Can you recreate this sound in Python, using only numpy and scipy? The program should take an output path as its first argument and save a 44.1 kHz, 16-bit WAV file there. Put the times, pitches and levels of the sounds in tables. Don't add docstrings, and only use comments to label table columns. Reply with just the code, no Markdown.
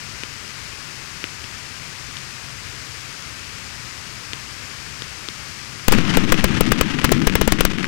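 import sys
import numpy as np
from scipy import signal
from scipy.fft import rfft, irfft
from scipy.io import wavfile
from scipy.ndimage import uniform_filter1d

SR = 44100
rng = np.random.default_rng(int(sys.argv[2]) if len(sys.argv) > 2 else 0)


def transcribe(u):
    v = np.clip(np.atleast_2d(u).T, -1, 1)
    q = np.round(v * 32767).astype(np.int16)
    wavfile.write(sys.argv[1], SR, q)


N = 347067
T = np.arange(N) / SR

# (frequency [Hz], level [dB])
RASP_COLOUR = [(200, 1.5), (550, -9.5), (850, -5.5), (1300, -1.5), (1800, -1.5), (2900, -2.5),
               (4000, -10.5), (5800, -12.5), (8500, -23.5), (12000, -31.5), (15500, -75)]
# (time [s], blast level [dB], ring pitch [Hz], relative tearing level [dB],
# blast length [s], microphone recovery time [s], echo level [dB])
BANGS = [(5.8815, 7.5, 198, -1, 0.0043, 0.073, -17.5), (5.9217, 6, 430, -0.5, 0.0052, 0.02, -25.5),
         (6.171, 2, 455, -7, 0.0053, 0.049, -21), (6.3208, -4.5, 370, 4, 0.0062, 0.051, -24),
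         (6.4413, -1.5, 470, 0, 0.0049, 0.011, -22), (6.6076, 8, 468, -5, 0.0039, 0.014, -25.5),
         (6.7185, -4, 420, 5.5, 0.0036, 0.0071, -28.5), (6.8108, 9, 460, -3.5, 0.0029, 0.0062, -30),
         (7.043, -2.5, 463, 5, 0.0063, 0.0055, -19.5), (7.1184, 0.5, 391, 3.5, 0.0048, 0.0082, -24),
         (7.2706, 1.5, 437, -1.5, 0.0053, 0.011, -38), (7.3536, 3.5, 460, -6, 0.004, 0.0047, -51),
         (7.413, -3.5, 420, -4.5, 0.0053, 0.0061, -41), (7.4763, 3.5, 490, -3.5, 0.0035, 0.0072, -28),
         (7.5212, 4, 445, -1, 0.0033, .009, -30.5), (7.6066, 2, 436, 1.5, 0.0037, 0.013, -33),
         (7.6506, 7, 440, 5.5, 0.0023, .011, -32)]
FIRST_BANG_S, LAST_BANG_S = BANGS[0][0], BANGS[-1][0]


def undb(db):
    return 10 ** (np.asarray(db) / 20)


def unit(x):
    return x / np.sqrt(np.mean(x ** 2))


def response(colour, size=4096):
    hz, db = np.transpose(colour)
    bins = np.maximum(np.fft.rfftfreq(size, 1 / SR), 1)
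    gain = undb(np.interp(np.log(bins), np.log(hz), db))
    cepstrum = irfft(np.log(gain))
    cepstrum[1:size // 2] *= 2
    cepstrum[size // 2 + 1:] = 0
    return irfft(np.exp(rfft(cepstrum)))


def ring(x, kernel):
    return signal.fftconvolve(x, kernel)[:len(x)]


def noise(colour):
    return unit(ring(rng.standard_normal(N), response(colour)))


def wander(rate):
    hold = int(SR / rate)
    steps = np.repeat(rng.standard_normal(N // hold + 1), hold)
    return unit(uniform_filter1d(uniform_filter1d(steps, hold), hold)[:N])


def sparks(colour, per_s, spread_db):
    size = undb(spread_db * np.minimum(rng.exponential(size=N), 4))
    ticks = (rng.random(N) < per_s / SR) * size * rng.choice([-1, 1], N)
    return unit(ring(ticks, response(colour)))


def ping(hz, fade_s):
    t = T[:SR // 20]
    return np.cos(2 * np.pi * hz * t) * np.exp(-np.log(1000) * t / fade_s)


def add(out, s, sound):
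    i = int(s * SR)
    out[i:i + len(sound)] += sound[:N - i]


def since(s):
    return np.maximum(T - s, 0)


def echoes():
    # (frequency [Hz], level [dB])
    rumble_colour = [(25, -8), (55, -17.5), (100, -4.5), (140, -2), (185, 2.5), (240, -0.5), (320, -5),
                     (420, -15.5), (600, -26), (1200, -56)]
    delay_s, rise_s, fade_s = 0.016, 0.025, 2.65
    tails, power = np.zeros(N), np.zeros(N)
    swell = (1 - np.exp(-(T / rise_s) ** 2)) * undb(-60 * T / fade_s)
    for s, *_, echo_db in BANGS:
        add(tails, s, np.exp(-T[:SR // 4] / 0.015))
        add(power, s + delay_s, (undb(echo_db) * swell) ** 2)
    rumble = noise(rumble_colour) * undb(1.1 * wander(rate=50))
    return rumble * np.sqrt(power) + undb(-20.5) * tails * noise(RASP_COLOUR)


def stars():
    level_db, rise_s, sag_db_per_s, dying_db_per_s = -29, 0.011, 3, 7
    age, dying = since(FIRST_BANG_S), since(LAST_BANG_S)
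    burn = (1 - np.exp(-age / rise_s)) * undb(level_db - sag_db_per_s * age - dying_db_per_s * dying)
    sputter = sparks(RASP_COLOUR, per_s=400, spread_db=4)
    roar = noise(RASP_COLOUR) * undb(2.36 * wander(rate=90))
    return burn * (undb(-1) * roar + undb(-5) * sputter)


def jets():
    # (frequency [Hz], level [dB])
    jet_colour = [(300, -6), (700, -8.5), (1250, -1), (1700, -0.5), (2500, 0), (3600, -6), (5000, -2.5),
                  (7000, -7.5), (9000, -13.5), (12000, -20.5), (16000, -35)]
    # (frequency [Hz], level [dB])
    drone_colour = [(20, -29), (40, -11), (65, -1), (100, 0), (135, -1), (170, -6.5), (250, -11.5),
                    (450, -19), (900, -42.5)]
    # (frequency [Hz], level [dB])
    hum_colour = [(60, -41), (115, -10), (134, 10.5), (155, -10), (300, -50)]
    # (time [s], width [s], level [dB])
    hum_swells = [(2.18, 0.15, -48), (2.82, 0.24, -46)]
    hiss = noise(jet_colour) * undb(0.25 * wander(rate=23))
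    fizz = sparks(jet_colour, per_s=900, spread_db=3)
    drone = noise(drone_colour) * undb(0.38 * wander(rate=13))
    swells = sum(undb(db) * np.exp(-((T - s) / width) ** 2) for s, width, db in hum_swells)
    hum = noise(hum_colour) * (undb(-62.5) + swells)
    hiss_db = np.interp(since(FIRST_BANG_S), [0, 0.18], [-36, -54])
    return (undb(-1) * hiss + undb(-10) * fizz + undb(-8) * drone) * undb(hiss_db) + hum


def spurts():
    # (time [s], length [s], level [dB])
    comets = [(5.924, 0.015, -19), (6.094, .016, -22), (6.137, 0.019, -22), (6.236, 0.0065, -24),
              (6.384, 0.016, -24), (6.54, 0.012, -27), (6.662, 0.0095, -25.5), (6.7825, 0.0095, -23),
              (6.936, .013, -27), (6.989, 0.0043, -21.5), (7.216, .007, -24.5), (7.585, .007, -25),
              (7.698, 0.022, -29.5), (7.784, .005, -31), (7.827, 0.0047, -25), (7.848, 0.0054, -28)]
    rise_s, fall_s = 0.00052, 0.0036
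    loudness = np.zeros(N)
    t = T[:SR // 8]
    for s, length, db in comets:
        fall = np.exp(-np.maximum(t - length, 0) / fall_s)
        add(loudness, s, undb(db) * (1 - np.exp(-t / rise_s)) * fall)
    return loudness * noise(RASP_COLOUR)


def cracks():
    # (time [s], level [dB], snap pitch [Hz], knock relative to snap [dB])
    main_cracks = [(0.2356, -9.5, 2720, -9), (1.2412, -4.5, 2570, -9), (1.4421, -17, 3000, -10),
                   (2.1697, -11, 3270, -29), (4.3336, -6, 3050, -17), (5.0213, -9.5, 3320, -9),
                   (5.287, -6.5, 3430, -11.5), (5.914, -5, 2800, -3), (5.939, -4, 2600, -4),
                   (5.949, -7.5, 2220, 3), (5.986, -12.5, 2580, 9), (6.1829, -3, 2640, -1),
                   (6.343, -2, 2640, -3), (6.3874, -16, 2500, -8), (6.634, -18, 2400, -7),
                   (6.9877, -8, 1770, -27), (7.0567, -7, 2400, -3), (7.0931, -6.5, 1900, -3.5),
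                   (7.2977, -7, 2320, -2), (7.6, -10, 2200, -16), (7.785, -7, 1870, -22),
                   (7.8436, -3, 1850, -19)]
    # (frequency [Hz], level [dB])
    crack_colour = [(60, -3), (300, 2), (500, -2), (800, -14.5), (1400, 5), (2400, 0.5), (4000, -3.5),
                    (6000, -3), (9000, -8), (16000, -36)]
    knock = ping(hz=330, fade_s=0.0053)
    scatter = undb(-28) * noise(RASP_COLOUR) * np.exp(-T / 0.005)
    lesser_per_s = 22
    fires = (rng.random(N) < lesser_per_s / SR) & (T > FIRST_BANG_S)
    sizes_db = -19 + 3 * rng.standard_normal(N)
    lesser_cracks = [(s, db, 2370, -0.5) for s, db in zip(T[fires], sizes_db[fires])]
    pops, spikes = np.zeros(N), np.zeros(N)
    for s, db, snap_hz, knock_db in main_cracks + lesser_cracks:
        snap = ping(snap_hz, fade_s=0.0021)
        add(pops, s, undb(db) * (snap + undb(knock_db) * knock))
        add(spikes, s, undb([db]))
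    return ring(pops, response(crack_colour)) + ring(spikes, scatter)


def bangs():
    # (frequency [Hz], level [dB])
    tear_colour = [(50, 0), (200, 4.5), (450, 6.5), (900, -3.5), (1600, -1), (3000, -11.5), (6000, -13.5),
                   (15000, -20.5)]
    # (frequency [Hz], level [dB])
    shock_colour = [(300, -6), (1200, 6), (2500, 4), (5000, -8.5), (10000, -9), (16000, -7)]
    thump_hz, shock_s, offset_rise_s = 163, 0.00079, 0.00063
    blasts, offset = np.zeros(N), np.zeros(N)
    t = T[:SR // 4]
    tear, shock = noise(tear_colour), noise(shock_colour)
    thump = 0.64 + 0.5 * np.cos(2 * np.pi * thump_hz * t)
    for s, db, ring_hz, tear_db, length, recovery_s, _ in BANGS:
        i = int(s * SR)
        front = undb(6.5) * np.roll(shock, -i)[:len(t)] * np.exp(-(t / shock_s) ** 2)
        hold = np.exp(-(t / (1.23 * length)) ** 4)
        tearing = undb(tear_db - 3) * np.roll(tear, -i)[:len(t)] * hold
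        low_ring = (thump + 0.97 * np.cos(2 * np.pi * ring_hz * t)) * np.exp(-(t / length) ** 2)
        add(blasts, s, undb(db) * (front + low_ring + tearing))
        add(offset, s, 0.36 * (1 - np.exp(-t / offset_rise_s)) * np.exp(-(t / recovery_s) ** 2))
    return blasts + signal.sosfilt(signal.butter(1, 3, "high", fs=SR, output="sos"), offset)


def scene():
    return (jets() + cracks() + spurts() + bangs() + echoes() + stars()) * np.ones((2, 1))


def record(dry):
    ceiling, top_hz = 0.65, 16200
    clipped = np.clip(undb(5) * dry[0], -ceiling, ceiling)
    left = clipped + 0.0073 * np.diff(clipped, prepend=0)
    right = undb(-87) * rng.standard_normal(N)
    treble_cut = signal.ellip(8, 0.2, 70, top_hz, fs=SR, output="sos")
    return signal.sosfilt(treble_cut, np.array([left, right]))


dry = scene()
out = record(dry)
transcribe(out)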